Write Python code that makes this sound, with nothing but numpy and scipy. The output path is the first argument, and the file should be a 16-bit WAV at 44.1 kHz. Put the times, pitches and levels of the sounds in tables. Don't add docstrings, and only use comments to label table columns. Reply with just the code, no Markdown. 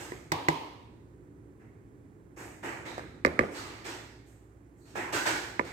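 import sys
import numpy as np
from scipy import signal
from scipy.io import wavfile
from scipy.ndimage import uniform_filter1d

SR = 44100
rng = np.random.default_rng(int(sys.argv[2]) if len(sys.argv) > 2 else 0)


def log_audio(samples):
    frames = np.atleast_2d(samples).T
    limited = np.clip(frames, -1, 1)
    pcm = np.round(limited * 32767).astype(np.int16)
    wavfile.write(sys.argv[1], SR, pcm)


def magnitude_from_level(level_db):
    exponent = np.asarray(level_db, float) / 20
    return 10 ** exponent


N = 252384
SPAN = 36000
LAG = 14

# (frequency [Hz], level [dB per Hz])
WASH_COLOUR = [(24, -23.5), (40, -3), (64, -1), (80, -6), (109, 3), (158, -10.5), (193, -15.5), (295, -5),
               (342, -5.5), (578, -27), (1080, -29.5), (2010, -36.5), (3760, -61), (7560, -44.5),
               (15600, -61)]
# (frequency [Hz], likeness [-1 to 1])
WASH_LIKENESS = [(60, 1), (99, 0.82), (160, 1), (270, 0.73), (450, 0.69), (740, 0.01), (1220, -0.73),
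                 (2010, -0.6), (3330, -1.4), (5500, -1.5), (9080, -0.42), (15000, 0.94)]
# (frequency [Hz], left minus right [dB])
WASH_BALANCE = [(60, -8), (110, 3), (200, -4.5), (380, -2), (700, -9.5), (1290, -9.5), (2380, -15.5),
                (4400, -5), (8120, -9.5), (15000, 8.5)]
# (time [s], level [dB])
WASH_SWELL = [
    (0.14, -52),
    (0.52, -54.5),
    (2.6, -54.5),
    (2.82, -49.5),
    (3.51, -55),
    (3.661, -49),
    (4.371, -64),
    (4.78, -61),
    (5.05, -51),
    (5.72, -53.5),
]
# (frequency [Hz], level [dB], width of the wavering [Hz])
FRIDGE_HUM = [
    (60.101, -63, 0.14),
    (111.3, -59, 30),
    (290.3, -62, 12),
    (346, -69.5, 20),
]

# (frequency [Hz], time to fall 60 dB [s])
ROOM_DECAY = [(150, 0.57), (400, 0.79), (1040, 0.79), (2760, 0.84), (4500, 0.87), (6000, 0.77),
              (12000, 0.7)]
# (frequency [Hz], likeness [-1 to 1])
ROOM_LIKENESS = [(60, 1), (99, 1), (160, 0.73), (270, 1), (450, 0.78), (740, 0.09), (1220, -0.0049),
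                 (2010, 0.08), (3330, -0.043), (5500, -0.1), (9080, 1), (15000, 0.87)]
# (frequency [Hz], left minus right [dB])
ROOM_BALANCE = [(60, -2), (110, 0), (200, -3), (380, -2.5), (700, 0.5), (1290, -4), (2380, -4.5),
                (4400, -3.5), (8120, -6), (15000, 4.5)]
# (delay [ms], level [dB])
CLOSE_ECHOES = [(4.1, -16), (8.3, -25.5), (11, -29), (17, -19)]
# (frequency [Hz], level [dB])
CRACK_COLOUR = [(300, -45.5), (3000, -9.5), (4000, 5), (8500, -4), (9500, -16), (16000, -13)]

# (time [s], level [dB], treble [dB], hiss [dB], stroke length [s])
BAG_SCUFFS = [(-.04, -38, -14, -18, 0.06735), (4.261, -59.5, -19, -9.5, 0.042), (4.76, -67, 0, 6, .2),
              (4.85, -51.5, -10.5, -18.5, 0.0946), (1.596, -55, -29, -34, 0.023),
              (2.364, -40, -20.5, -20.5, 0.07), (2.628, -32, -24, -29.5, 0.042),
              (2.852, -37, -17, -27.5, 0.025), (3.508, -44, -19, -20, 0.036),
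              (3.597, -41.5, -12.5, -30, 0.36), (3.844, -34.5, -11, -23.5, 0.038),
              (4.9545, -29.5, -22, -31, 0.026), (5.125, -26, -11.5, -22, 0.027),
              (5.258, -24, -12.5, -25, 0.011)]
# (time [s], level [dB], treble [dB], hiss [dB], stroke length [s])
LOOSE_PAPER_SCUFFS = [
    (3.542, -38.5, -10.5, -22, 0.047),
    (5.643, -41.5, -15, -27, 0.04),
]
# (frequency [Hz], level [dB per Hz])
PAPER_COLOUR = [(59, -35.5), (100, -8), (197, -19), (350, 0), (389, -9), (662, -12), (910, -9),
                (1080, -14.5), (1550, -13), (1760, -11.5), (3120, -18), (8110, -18.5), (10000, -32.5),
                (13200, -29), (16000, -44.5)]
# (time [s], level [dB], pitch [Hz], stroke length [s])
RINGING_FOLDS = [(2.635, -53, 2840, 0.0455), (2.64, -63, 6702, .04), (2.856, -51, 3860, .02),
                 (3.547, -50.5, 4340, 0.039), (3.582, -45.5, 1200, 0.013), (5.133, -32, 1528, 0.05635),
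                 (5.143, -59, 900, 0.0596), (5.269, -33.5, 1524, 0.022), (5.327, -61, 1100, .06),
                 (4.801, -67, 4360, 0.13), (4.95, -45, 1680, .008)]

# (time [s], blow [dB], crack [dB], sent to the room [dB])
LID_TAP_EVENTS = [
    (0.1197, -24, -17, -11),
]
# (frequency [Hz], left [dB], right [dB], time to fall 60 dB [s], rise [ms])
LID_TONES = [(370, -1, 0.5, 0.031, 0.61), (974, -10, -14, .03, .6), (1930, -18, -1, 0.014, .4)]

# (time [s], blow [dB], crack [dB])
WOOD_EVENTS = [
    (0.319, -18, -1.5),
    (0.485, -11.5, -10.5),
]
# (frequency [Hz], left [dB], right [dB], time to fall 60 dB [s], rise [ms])
WOOD_TONES = [(155.3, -13.5, -12.5, 0.19, 0.33), (326, -6.5, -7.5, 0.11, 0.53), (594, -21, -2.5, 0.03, 1.5),
              (839, -2.5, -9.5, 0.066, 0.72), (967, 0, 0, 0.039, 1.54), (1627, -18, -4.5, 0.027, 1.1),
              (1980, 1, 6.5, 0.014, 0.28)]
# (frequency [Hz], level [dB per Hz])
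WOOD_ROOM_COLOUR = [(59, -32), (100, -8), (206, -21), (295, -2.5), (381, -9.5), (676, -12.5), (970, -1.5),
                    (1420, -23.5), (2130, -17.5), (3860, -22.5), (9820, -43.5), (14400, -44.5),
                    (16000, -53)]

# (time [s], blow [dB], crack [dB], thud [dB])
FREE_TAPS = [
    (2.9794, -24, -14, 6),
    (2.9930, -24.5, -19, 0),
    (4.9554, -25, -19.5, 2),
]
# (time [s], blow [dB], crack [dB], thud [dB])
HELD_TAPS = [
    (2.9848, -28.5, -20, -6),
    (5.1294, -24, -16, 1),
    (5.263, -17, -15, -4),
]
# (frequency [Hz], left [dB], right [dB], time to fall 60 dB [s], rise [ms])
RIM_TONES = [(400, -10.5, -19, 0.069, 9), (630, 4, 6.5, 0.007, 0.69), (1253.8, -1, 2.5, 0.01, 0.82),
             (1810, -26, -4, 0.01, 0.33)]

# (time [s], blow [dB], base tone [dB], wall tone [dB])
SPOON_KNOCKS = [
    (3.247, -5.5, -12, -17),
    (3.389, -5.5, -11.5, -21.5),
    (5.592, -11.5, -16, -10.5),
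]
# (time [s], blow [dB], crack [dB], thud [dB])
SPOON_BOUNCES = [
    (3.2587, -23.5, -3, 0),
    (3.2659, -22.5, -15.5, 12),
    (3.2748, -25, -28.5, 4),
    (3.4067, -22.5, -23.5, 10.5),
    (3.4335, -27, -28, 13),
    (5.6063, -37.5, -24, 19),
    (5.650, -39.5, -3, 12),
]
# (frequency [Hz], left [dB], right [dB], time to fall 60 dB [s], rise [ms])
TUB_TONES = [(78, -24, -22, .25, 9.), (162, -21, -19, .13, 4.), (265, -16, -15, .04, 3.),
             (350, -8, -7, .035, 3.), (545, 5, 4, .018, 3.2), (1170, -9, -3.5, .026, 1.1),
             (1840, -12, 5.5, .013, .95), (2030, -12, 8, .012, .95), (2430, -5, -7, .011, .9)]
# (frequency [Hz], left [dB], right [dB], time to fall 60 dB [s], rise [ms])
BASE_TONES = [(296, -1.3, 0.0015, 0.031, 1.87)]
# (frequency [Hz], left [dB], right [dB], time to fall 60 dB [s], rise [ms])
WALL_TONES = [(990, -8.5, 0, 0.028, 1.1)]
# (frequency [Hz], level [dB per Hz])
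TUB_ROOM_COLOUR = [(59, -27), (100, -10), (170, -5.5), (214, -7), (348, -0.5), (744, -15), (863, -14.5),
                   (1070, -18), (1210, -14), (1460, -18), (2190, -15.5), (2700, -29.5), (5780, -40),
                   (8100, -42), (15600, -57)]

TUB_LATE, WOOD_LATE = .0019, -.0006
NO_CRACK_DB, NO_ROOM_DB = -40, -40


def evened(x):
    return x / np.sqrt(np.mean(x ** 2) + 1e-20)


def read(points, hz):
    f, value = np.transpose(points)
    return np.interp(np.log(hz + 1), np.log(f + 1), value)


def add(mix, s, sound):
    at = round(s * SR)
    part = mix[:, max(at, 0):]
    sound = sound[:, max(-at, 0):]
    count = min(part.shape[1], sound.shape[1])
    part[:, :count] += sound[:, :count]


def colour(x, points, treble_db=0, hiss_db=0, bass_db=0):
    hz = np.abs(np.fft.fftfreq(4096, 1 / SR)) + 1
    tilt_db = treble_db / (1 + (2900 / hz) ** 10)
    tilt_db += (hiss_db - treble_db) / (1 + (5900 / hz) ** 10)
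    tilt_db += bass_db / (1 + (hz / 520) ** 6)
    log_gain = np.log(magnitude_from_level(np.maximum(read(points, hz) + tilt_db, -100)))
    response = np.exp(np.conj(signal.hilbert(log_gain)))
    taps = np.fft.ifft(response).real[:2048]
    return signal.oaconvolve(x, taps / np.linalg.norm(taps))[:len(x)]


def pair_noise(count, likeness, balance, shape):
    frames = count // 128 + 5
    hz = np.fft.rfftfreq(512, 1 / SR)[:, None]
    a, b, c, d = rng.standard_normal((frames, 257, 4)).T
    like = np.clip(read(likeness, hz), -1, 1)
    half_db = read(balance, hz) / 2
    left = a + 1j * b
    right = like * left + np.sqrt(1 - like ** 2) * (c + 1j * d)
    spectra = np.array([left * magnitude_from_level(half_db), right * magnitude_from_level(-half_db)])
    spectra *= magnitude_from_level(shape(hz, np.arange(frames) * 128 / SR))
    return signal.istft(spectra, nperseg=512, noverlap=384)[1][:, :count]


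def kitchen():
    at, level_db = np.transpose(WASH_SWELL)

    def wash_db(hz, s):
        swell_db = np.interp(s, at, level_db - level_db.mean())
        return read(WASH_COLOUR, hz) + swell_db / (1 + (hz / 300) ** 3)

    wash = evened(pair_noise(N, WASH_LIKENESS, WASH_BALANCE, wash_db))
    t, hum = np.arange(N) / SR, np.zeros(N)
    for hz, db, width in FRIDGE_HUM:
        memory = np.exp(-np.pi * width / SR)
        jitter = rng.standard_normal(N) + 1j * rng.standard_normal(N)
        drift = signal.lfilter([1], [1, -memory], jitter)
        tone = (np.std(drift) + drift) * np.exp(2j * np.pi * hz * t)
        hum += magnitude_from_level(db) * evened(tone.real)
    return magnitude_from_level(-53) * wash + hum * magnitude_from_level([[-1.5], [1.5]])


def room(points, build_s, *shelves_db):
    patches = rng.standard_normal((SPAN // 128 + 5, 257)).T
    lumps_db = 2.2 * evened(uniform_filter1d(patches, size=30))

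    def tail_db(hz, s):
        return lumps_db - 60 * s / np.maximum(read(ROOM_DECAY, hz), .1)

    tail = pair_noise(SPAN, ROOM_LIKENESS, ROOM_BALANCE, tail_db)
    tail *= 1 - np.exp(-np.arange(SPAN) / SR / build_s)
    tail = tail / np.linalg.norm(tail[1])
    return np.array([colour(side, points, *shelves_db) for side in tail])


def scuff(s, level_db, length, points, *shelves_db):
    t, length = np.arange(16384) / SR, max(length, .003)
    stroke = (1 - np.exp(-t / length / 0.21)) * np.exp(-(t / length / 2) ** 2)
    lumps_db = 6.6 * uniform_filter1d(rng.standard_normal(len(t)), 40)
    grains = rng.standard_normal(len(t)) * magnitude_from_level(lumps_db)
    rub = colour(evened(grains) * stroke, points, *shelves_db)
    sound = magnitude_from_level(33.5) * room(points, 0.64 * length, *shelves_db)
    sound[:, :len(t)] += magnitude_from_level(-10) * np.array([np.roll(.6 * rub, LAG), rub])
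    return s - .003, magnitude_from_level(level_db - 1.0) * sound


def paper_scuffs(mix):
    for rows, loose in ((BAG_SCUFFS, False), (LOOSE_PAPER_SCUFFS, True)):
        for s, level_db, treble_db, hiss_db, length in rows:
            bass_db = -24 if loose else -7.5 - .33 * (level_db + 37)
            shelves_db = treble_db + 8.5, hiss_db + 17, bass_db + 7
            add(mix, *scuff(s, level_db, length, PAPER_COLOUR, *shelves_db))


def knock(row, tones, room_colour, late_s, snap_s):
    s, blow_db, boom_db, crack_db, thud_db, send_db = row
    t, body = np.arange(8192) / SR, np.zeros((2, SPAN))
    for hz, left_db, right_db, t60, rise_ms in tones:
        ring = (1 - np.exp(-(t * 1000 / rise_ms) ** 2)) * magnitude_from_level(-60 * t / t60)
        weight_db = boom_db if hz < 220 else thud_db if hz < 750 else 0
        wave = magnitude_from_level(weight_db) * ring * np.sin(2 * np.pi * hz * t)
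        body[:, :len(t)] -= magnitude_from_level([[left_db], [right_db]]) * wave
    snap = (1 - np.exp(-t / snap_s * 25)) * magnitude_from_level(-60 * t / snap_s)
    for side, side_db in zip(body, (-4, 0)):
        crack = colour(rng.standard_normal(len(t)) * snap, CRACK_COLOUR)
        side[:len(t)] += magnitude_from_level(crack_db + side_db) * crack
    body[0] = np.roll(body[0], LAG)
    near = body.copy()
    for ms, db in CLOSE_ECHOES:
        near += magnitude_from_level(db) * np.roll(body * [[1.6], [.8]], round(ms * SR / 1000), 1)
    if send_db > -19:
        near += magnitude_from_level(send_db + 22.5) * room(room_colour, 0.001)
    return s + late_s, magnitude_from_level(blow_db) * near


def lid_taps(mix):
    for s, blow_db, crack_db, send_db in LID_TAP_EVENTS:
        row = s, blow_db, 0, crack_db, 0, send_db
        add(mix, *knock(row, LID_TONES, TUB_ROOM_COLOUR, 0, 0.012))


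def wood_knocks(mix):
    for s, blow_db, crack_db in WOOD_EVENTS:
        row = s, blow_db, 1.2, crack_db, 1.2, -19 - blow_db
        add(mix, *knock(row, WOOD_TONES, WOOD_ROOM_COLOUR, WOOD_LATE, 0.024))


def bag_folds(mix):
    for s, level_db, hz, length in RINGING_FOLDS:
        width = hz / 11
        band = [(hz - 2 * width, -40), (hz - width, -3), (hz, 0), (hz + width, -3), (hz + 2 * width, -40)]
        add(mix, *scuff(s, level_db, length, band))


def rim_taps(mix):
    for rows, send_db in ((FREE_TAPS, -10.5), (HELD_TAPS, NO_ROOM_DB)):
        for s, blow_db, crack_db, thud_db in rows:
            row = s, blow_db, 0, crack_db, thud_db, send_db
            add(mix, *knock(row, RIM_TONES, TUB_ROOM_COLOUR, 0, 0.012))


def tub_knocks(mix):
    full_parts_db = np.array([-0.5, -16, 1.5, -12.5])
    full_blow_db, softening = -2.5, 0.53
    for s, blow_db, base_db, wall_db in SPOON_KNOCKS:
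        for db, tones in ((base_db, BASE_TONES), (wall_db, WALL_TONES)):
            row = s, db, 0, NO_CRACK_DB, 0, NO_ROOM_DB
            add(mix, *knock(row, tones, TUB_ROOM_COLOUR, TUB_LATE, 0.01))
        parts_db = full_parts_db + softening * (blow_db - full_blow_db)
        add(mix, *knock((s, blow_db, *parts_db), TUB_TONES, TUB_ROOM_COLOUR, TUB_LATE, 0.0098))


def tub_bounces(mix):
    for s, blow_db, crack_db, thud_db in SPOON_BOUNCES:
        row = s, blow_db, -1.5, crack_db, thud_db, NO_ROOM_DB
        add(mix, *knock(row, TUB_TONES, TUB_ROOM_COLOUR, TUB_LATE, 0.01))


def scene():
    mix = kitchen()
    paper_scuffs(mix)
    lid_taps(mix)
    wood_knocks(mix)
    bag_folds(mix)
    rim_taps(mix)
    tub_knocks(mix)
    tub_bounces(mix)
    return mix


def roll_off(x):
    return signal.sosfilt(signal.butter(12, 16490, fs=SR, output="sos"), x)


def record(dry):
    low_cut = signal.butter(5, 50, "high", fs=SR, output="sos")
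    top_edge = signal.ellip(8, .5, 70, 15900, fs=SR, output="sos")
    mix = signal.sosfilt(top_edge, signal.sosfilt(low_cut, dry))
    return roll_off(mix)


dry = scene()
out = record(dry)
log_audio(out)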